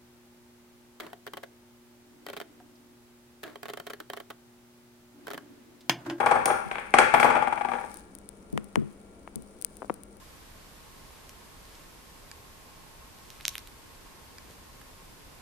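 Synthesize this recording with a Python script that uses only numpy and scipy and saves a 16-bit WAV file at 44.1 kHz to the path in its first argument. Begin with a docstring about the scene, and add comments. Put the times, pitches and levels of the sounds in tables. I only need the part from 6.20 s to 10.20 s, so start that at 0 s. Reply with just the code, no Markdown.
"""Hollow knocks and clacks: a hard dish is shifted on a kitchen counter, knocked down again, and rocks
ever faster until it rests. Each knock rings the dish and the counter, and the room answers.
Then, right at the microphones, a hand picks up the phone: finger taps, soft thumps and tiny ticks
on its case. A quiet room hum lies under it all; the stereo picture leans to the left."""
import sys
import numpy as np
from scipy import signal
from scipy.fft import rfft, irfft
from scipy.io import wavfile

SR = 44100
rng = np.random.default_rng(int(sys.argv[2]) if len(sys.argv) > 2 else 0)


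def store_pcm(level_fs):
    """Save levels as 16-bit WAV."""
    pcm = np.round(np.clip(level_fs, -1, 1) * 32767).astype(np.int16)
    wavfile.write(sys.argv[1], SR, np.atleast_2d(pcm).T)


N = 176400
TIME = np.arange(N) / SR
BODY_RISE_S = 0.001  # attack of dish and counter
EDGE_RIGHT_DB = -5.5  # the crockery's highs at the right microphone


def dish(clink_s=0.2565):
    """The shifted dish knocks on the counter, with one glassy clink of glaze on glaze."""
    # the dish meets the counter: start_s, ring_db, clack_db, edge_db
    knocks = [(0.001, -16, -19.5, -37.5), (0.029, -18.5, -30.5, -55.5), (0.06, -12, -14, -30),
              (0.111, -11, -16.5, -31), (0.153, -14.5, -28, -41.5), (0.258, -18, -17.5, -29),
              (0.277, -17, -37, -34.5), (0.2996, -14, -21, -41), (0.513, -26, -20, -43.5),
              (0.555, -31.5, -24, -51.5), (0.583, -30, -23.5, -48), (0.739, -9, -7, -25.5),
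              (0.7855, -9, -3.5, -17.5), (0.798, -11.5, -28.5, -41), (0.9384, -7, -8, -26.5),
              (0.999, -15, -13, -25), (1.029, -14.5, -8, -29.5), (1.044, -8.5, -29, -28.5),
              (1.101, -14, -19, -33.5), (1.151, -14, -17, -38.5)]
    # colour of the clink: frequency_hz, gain_db
    clink_colour = [(2000, -11), (6900, 8), (7600, -17), (8800, 20.5), (9700, 17.5), (11000, -1)]
    # where the dish stands, as the right microphone hears it: time_s, gain_db
    dish_place = [(0.3, 1.5), (0.76, 3), (0.94, -1.5)]
    starts, ring_db, clack_db, edge_db = np.transpose(knocks)
    clink = contacts([clink_s], levels_db=[-3], fade_s=0.0043)
    clink = colour(clink, clink_colour) * sides(EDGE_RIGHT_DB)
    knocking = dish_ring(starts, ring_db) + blows(starts, ring_db, clack_db, edge_db)
    left, right = knocking + glaze(starts, edge_db) + clink
    return np.array([left, right * from_db(np.interp(TIME, *np.transpose(dish_place)))])


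def rocking(rebound_s=0.0068, rebound_db=-4):
    """The dish settles from foot to foot, ever faster; each foot lands twice."""
    # a foot comes down: start_s, level_db
    rocks = [(1.166, -15.5), (1.223, -15), (1.273, -17), (1.325, -16), (1.375, -21.5), (1.410, -19.5),
             (1.448, -18.5), (1.486, -21), (1.516, -20.5), (1.535, -20.5), (1.552, -24), (1.585, -25.5),
             (1.612, -31.5), (1.639, -31.5)]
    starts, levels_db = np.transpose(rocks)
    landings = np.r_[starts, starts + rebound_s]
    landing_db = np.r_[levels_db, levels_db + rebound_db]
    ring = dish_ring(starts, levels_db)
    return ring + blows(landings, body_db=landing_db - 8, clack_db=landing_db - 7, edge_db=landing_db - 27)


def dish_ring(starts, levels_db, hollow_hz=820, hollow_db=1.5, swell_s=0.0037, scatter_db=2.5):
    """Every blow sounds a hollow note that swells and dies at once, and strikes each mode differently."""
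    # modes of dish and counter: pitch_hz, level_db, t60_s
    modes = [(243.6, -18, 0.12), (370, -17.5, 0.13), (514.7, -12, 0.06), (606.8, -17.5, 0.21),
             (678.3, -13, 0.12), (939, -10.5, 0.1), (1164, -7, 0.049), (1395, -9, 0.03), (1630, -4, 0.019),
             (2296, -14.5, 0.021)]
    out, t = np.zeros((2, N)), TIME[:12000]
    hz, mode_db, t60 = np.transpose(modes)
    attack = 1 - np.exp(-t / BODY_RISE_S)
    ringing = np.sin(2 * np.pi * hz[:, None] * t) * from_db(-60 * t / t60[:, None]) * attack
    swell = t / swell_s * np.exp(1 - t / swell_s)
    for start_s, db in zip(starts, levels_db):
        strengths = from_db(mode_db + scatter_db * rng.standard_normal(len(hz)))
        strengths *= rng.choice([-1, 1], len(hz))
        note_hz = hollow_hz * (1 + 0.022 * rng.standard_normal())
        note = from_db(hollow_db) * swell * np.sin(2 * np.pi * note_hz * t)
        add(out, start_s, from_db(db) * (strengths @ ringing + note))
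    return out * sides(right_db=-22)


def blows(starts, body_db, clack_db, edge_db, glance_s_per_db=0.02, right_lag_s=0.00016):
    """The dense body of the counter, the clack of the foot and its bright edge; glancing blows swell."""
    # colour of the counter's body: frequency_hz, gain_db
    body_colour = [(40, -34.5), (85, 12.5), (145, 22), (200, 13.5), (400, 30.5), (750, 32.5), (1170, 33),
                   (1700, 21.5), (3000, 4), (6000, -36)]
    # colour of the foot's clack: frequency_hz, gain_db
    clack_colour = [(500, 3.5), (1400, 31), (1900, 27), (2300, 32.5), (2950, 17.5), (3300, 21), (3650, 11),
                    (8000, -18)]
    # colour of the bright edge: frequency_hz, gain_db
    edge_colour = [(1500, -31), (4000, 25.5), (7200, 22.5), (8800, 30), (9900, 24.5), (11300, 10),
                   (14000, -3.5)]
    # the weaker the clack against the body, the more slowly the foot rolls on
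    roll_s = np.maximum(glance_s_per_db * (body_db - clack_db), 0)
    body = contacts(starts, body_db, fade_s=0.008, rises_s=BODY_RISE_S + roll_s, alike=0.9)
    left, right = colour(body, body_colour)
    body = np.array([left, np.interp(TIME - right_lag_s, TIME, right)])
    clack = colour(contacts(starts, clack_db, fade_s=0.0062, rises_s=roll_s, alike=0.37), clack_colour)
    edge = colour(contacts(starts, edge_db, fade_s=0.018), edge_colour)
    return body * sides(right_db=-1) + clack * sides(right_db=-8) + edge * sides(EDGE_RIGHT_DB)


def glaze(starts, levels_db, t60_s=0.3):
    """The bright edge of each knock leaves thin, high tones ringing in the crockery."""
    # high modes of the crockery: pitch_hz, level_db
    modes = [(3320, -19.5), (5819, -22.5), (8540, -24), (10160, -23.5), (11040, -29), (12420, -22.5),
             (12980, -28)]
    out, t = np.zeros((2, N)), TIME[:SR // 2]
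    hz, mode_db = np.transpose(modes)
    ringing = np.sin(2 * np.pi * hz[:, None] * t) * from_db(-60 * t / t60_s)
    for start_s, db in zip(starts, levels_db):
        strengths = from_db(db + mode_db) * rng.standard_normal((2, len(hz)))
        add(out, start_s, strengths @ ringing)
    return out * sides(EDGE_RIGHT_DB)


def taps(travel_at_1khz_s=0.00097):
    """Fingers tap the phone; a softer contact is duller, and the case carries the highs first."""
    # a finger lands: start_s, level_db, cutoff_hz
    touches = [(2.3754, -3.5, 3860), (2.5563, 2, 3700), (3.0751, -16, 2000), (3.619, -9, 1090),
               (3.627, -8.5, 650), (3.644, -11.5, 740), (3.6967, -2, 1340), (3.701, 9.5, 407)]
    # colour of the tapped case: frequency_hz, gain_db
    case_colour = [(60, -29), (200, 8), (420, 14), (1150, 16), (1700, 10.5), (2900, 8), (4500, -5.5),
                   (9500, 12), (15000, 7)]
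    out = np.zeros((2, N))
    for start_s, db, cutoff_hz in touches:
        softness = signal.butter(2, cutoff_hz, fs=SR, output="sos")
        add(out, start_s, from_db(db) * signal.sosfilt(softness, burst(fade_s=0.0021)))
    hz = np.fft.rfftfreq(N, 1 / SR)
    bending = np.exp(-4j * np.pi * travel_at_1khz_s * np.sqrt(1000 * hz))
    return colour(irfft(rfft(out) * bending, N), case_colour) * sides(right_db=-8)


def thumps(sag=0.99, sag_s=0.0054, rise_s=0.00067, pitch_spread=0.065):
    """Low bumps reach the phone through counter or palm and push its microphones in opposite directions."""
    # a bump arrives: start_s, level_db
    bumps = [(0.456, -33), (2.33, -23), (2.357, -25.5), (2.378, -28), (2.571, -14.5), (2.619, -24),
             (3.158, -29.5), (3.702, -40.5)]
    # what a bump rings with: pitch_hz, level_db, t60_s
    modes = [(88, -9, 0.15), (134, -0.5, 0.15), (201.6, -1, 0.22), (338, -9.5, 0.23)]
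    out, t = np.zeros((2, N)), TIME[:SR // 2]
    attack = 1 - np.exp(-t / rise_s)
    # the pitch starts sharp by the share `sag` and sinks as the grip yields
    sinking = t + sag * sag_s * (1 - np.exp(-t / sag_s))
    for start_s, db in bumps:
        grip = 1 + pitch_spread * rng.standard_normal()
        ring = sum(from_db(db + mode_db - 60 * t / t60) * np.sin(2 * np.pi * hz * grip * sinking)
                   for hz, mode_db, t60 in modes)
        add(out, start_s, attack * ring)
    return out * sides(right_db=-5) * [[1], [-1]]


def ticks():
    """The case ticks under the grip, right at the left microphone port."""
    # tiny clicks of the case: start_s, level_db
    clicks = [(1.7425, -31.5), (1.7712, -34.5), (1.9514, -33), (1.9867, -39), (2.09, -31), (2.3277, -38.5),
              (2.4435, -40.5), (3.1578, -25.5), (3.2227, -41.5), (3.4142, -33), (3.4233, -26.5),
              (3.4476, -14.5), (3.569, -35.5), (3.741, -35.5), (3.8348, -35.5), (3.9692, -43)]
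    # colour of a click: frequency_hz, gain_db
    click_colour = [(1000, 1.5), (7800, 14.6), (9600, 30.7), (11000, 18.2), (15500, 9)]
    return colour(contacts(*np.transpose(clicks), fade_s=0.00066), click_colour) * sides(right_db=-50)


def brush(grain_db=4, grain_samples=32):
    """Skin and sleeve scratch faintly on the case: mostly fine grains, now and then a coarse one."""
    # strength of the rubbing: time_s, level_db
    rubbing = [(1.5, -57), (1.77, -52.5), (1.87, -65.5), (3, -66), (3.42, -61.5), (3.63, -58.5),
               (3.78, -65)]
    # colour of the friction: frequency_hz, gain_db
    friction_colour = [(1500, -20.5), (4000, -2), (7500, -2.5), (9400, 9), (11000, -10.5)]
    coarseness = np.minimum(rng.exponential(1, N // grain_samples + 1), 5) - 1
    grain = from_db(grain_db * np.repeat(coarseness, grain_samples)[:N])
    level = from_db(np.interp(TIME, *np.transpose(rubbing)))
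    return colour(rng.standard_normal((2, N)) * grain * level, friction_colour) * sides(right_db=-4)


def kitchen(sound, build_s=0.0093):
    """The room answers with a diffuse tail that builds up quickly and dies band by band."""
    # decay of the kitchen: frequency_hz, t60_s
    decay = [(150, 0.5), (700, 0.54), (2500, 0.7), (10000, 0.45)]
    # colour of the tail: frequency_hz, gain_db
    tail_colour = [(100, 5), (820, -4), (1400, 1.5), (3000, -2), (10000, -6.5)]
    t, hz = TIME[:SR], np.arange(SR // 2 + 1)
    white, tail = rfft(rng.standard_normal((2, SR))), 0
    edges_hz = np.r_[0, np.geomspace(200, 12800, 7), SR]
    for low, high in zip(edges_hz, edges_hz[1:]):
        band = irfft(white * ((hz >= low) & (hz < high)))
        envelope = from_db(-60 * t / at_hz(decay, (low + high) / 2)) * (1 - np.exp(-t / build_s))
        tail = tail + band * envelope / np.sqrt(np.sum(envelope ** 2))
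    reverb = signal.fftconvolve(sound[:1], tail, axes=1)[:, :N]
    return colour(reverb, tail_colour) * sides(right_db=-6)


def air(noise_db=-52, mains_hz=49.5, mains_db=-59):
    """Room tone: steady noise, a faint appliance hum, and a mains drone out of phase left to right."""
    # colour of the room noise: frequency_hz, gain_db
    noise_colour = [(25, -4.5), (55, 1), (120, -8.5), (205, -1), (450, -3.5), (750, -13.5), (1700, -24),
                    (4500, -34.5), (7000, -34), (9500, -32.5), (12500, -43.5)]
    # stereo width, side against mid: frequency_hz, gain_db
    width = [(50, -15.5), (240, -16), (950, 1)]
    # steady appliance tones: pitch_hz, level_db
    tones = [(202, -56), (1378, -71), (2266, -75)]
    mid, side = colour(rng.standard_normal((2, N)), noise_colour)
    noise = (mid + colour(side, width) * [[1], [-1]]) / np.std(mid)
    hum = sum(from_db(db) * np.sin(2 * np.pi * (hz * TIME + rng.random())) for hz, db in tones)
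    drone = from_db(mains_db) * np.sin(2 * np.pi * mains_hz * TIME) * [[1], [-0.5]]
    return (from_db(noise_db) * noise + hum + drone) * sides(right_db=-2.5)


def contacts(starts, levels_db, fade_s, rises_s=0, alike=0):
    """One burst for each contact."""
    out = np.zeros((2, N))
    for start_s, db, rise_s in zip(starts, levels_db, np.broadcast_to(rises_s, len(starts))):
        add(out, start_s, from_db(db) * burst(fade_s, rise_s, alike))
    return out


def burst(fade_s, rise_s=0, alike=0.28, size=8192):
    """A dying spray of tiny contacts with unit energy; `alike` sets how much the microphones share."""
    t = TIME[1:size + 1]
    fade = np.exp(-t / fade_s) * (1 - np.exp(-t / (rise_s + 1e-9)))
    spray = rng.standard_normal((2, size)) * fade
    spray[1] = alike * spray[0] + np.sqrt(1 - alike ** 2) * spray[1]
    for _ in range(2):  # even out the spectrum, then shape the fade again
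        spectrum = rfft(spray)
        spray = irfft(spectrum / (abs(spectrum) + 1e-12)) * np.sqrt(fade)
    return spray / np.sqrt(np.sum(spray ** 2, axis=1, keepdims=True))


def colour(sound, spectrum, size=4096):
    """Causal (minimum-phase) filter through points of frequency_hz, gain_db."""
    gains = from_db(at_hz(spectrum, np.linspace(0, SR / 2, size // 2 + 1)))
    cepstrum = irfft(np.log(gains))
    cepstrum[1:size // 2] *= 2
    cepstrum[size // 2 + 1:] = 0
    impulse = irfft(np.exp(rfft(cepstrum)))
    return signal.oaconvolve(np.atleast_2d(sound), impulse[None], axes=1)[:, :N]


def at_hz(points, hz):
    """Read a table on a log-frequency axis."""
    points_hz, values = np.transpose(points)
    return np.interp(np.log(np.maximum(hz, 1)), np.log(points_hz), values)


def from_db(db):
    """Decibels to gain."""
    return 10 ** (np.asarray(db) / 20)


def sides(right_db):
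    """Gains of the left and right microphone."""
    return np.array([[1], [from_db(right_db)]])


def add(out, start_s, sound):
    """Mix a sound in at a time."""
    start = int(start_s * SR)
    out[:, start:start + sound.shape[-1]] += sound[..., :N - start]


def scene(rocking_send_db=-4.5, tap_send_db=-21):
    """The dish fills the room; its rocking is drier, and the handling is close and nearly dry."""
    clatter, settling, tapping = dish(), rocking(), taps()
    room = kitchen(clatter + from_db(rocking_send_db) * settling + from_db(tap_send_db) * tapping)
    return clatter + settling + tapping + ticks() + room + thumps() + brush() + air()


def record(dry, cutoff_hz=16500):
    """The phone clips peaks at full scale and cuts the top treble."""
    lowpass = signal.ellip(10, 0.1, 80, cutoff_hz, fs=SR, output="sos")
    return signal.sosfilt(lowpass, np.clip(dry, -1, 1))


dry = scene()
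out = record(dry)
store_pcm(out)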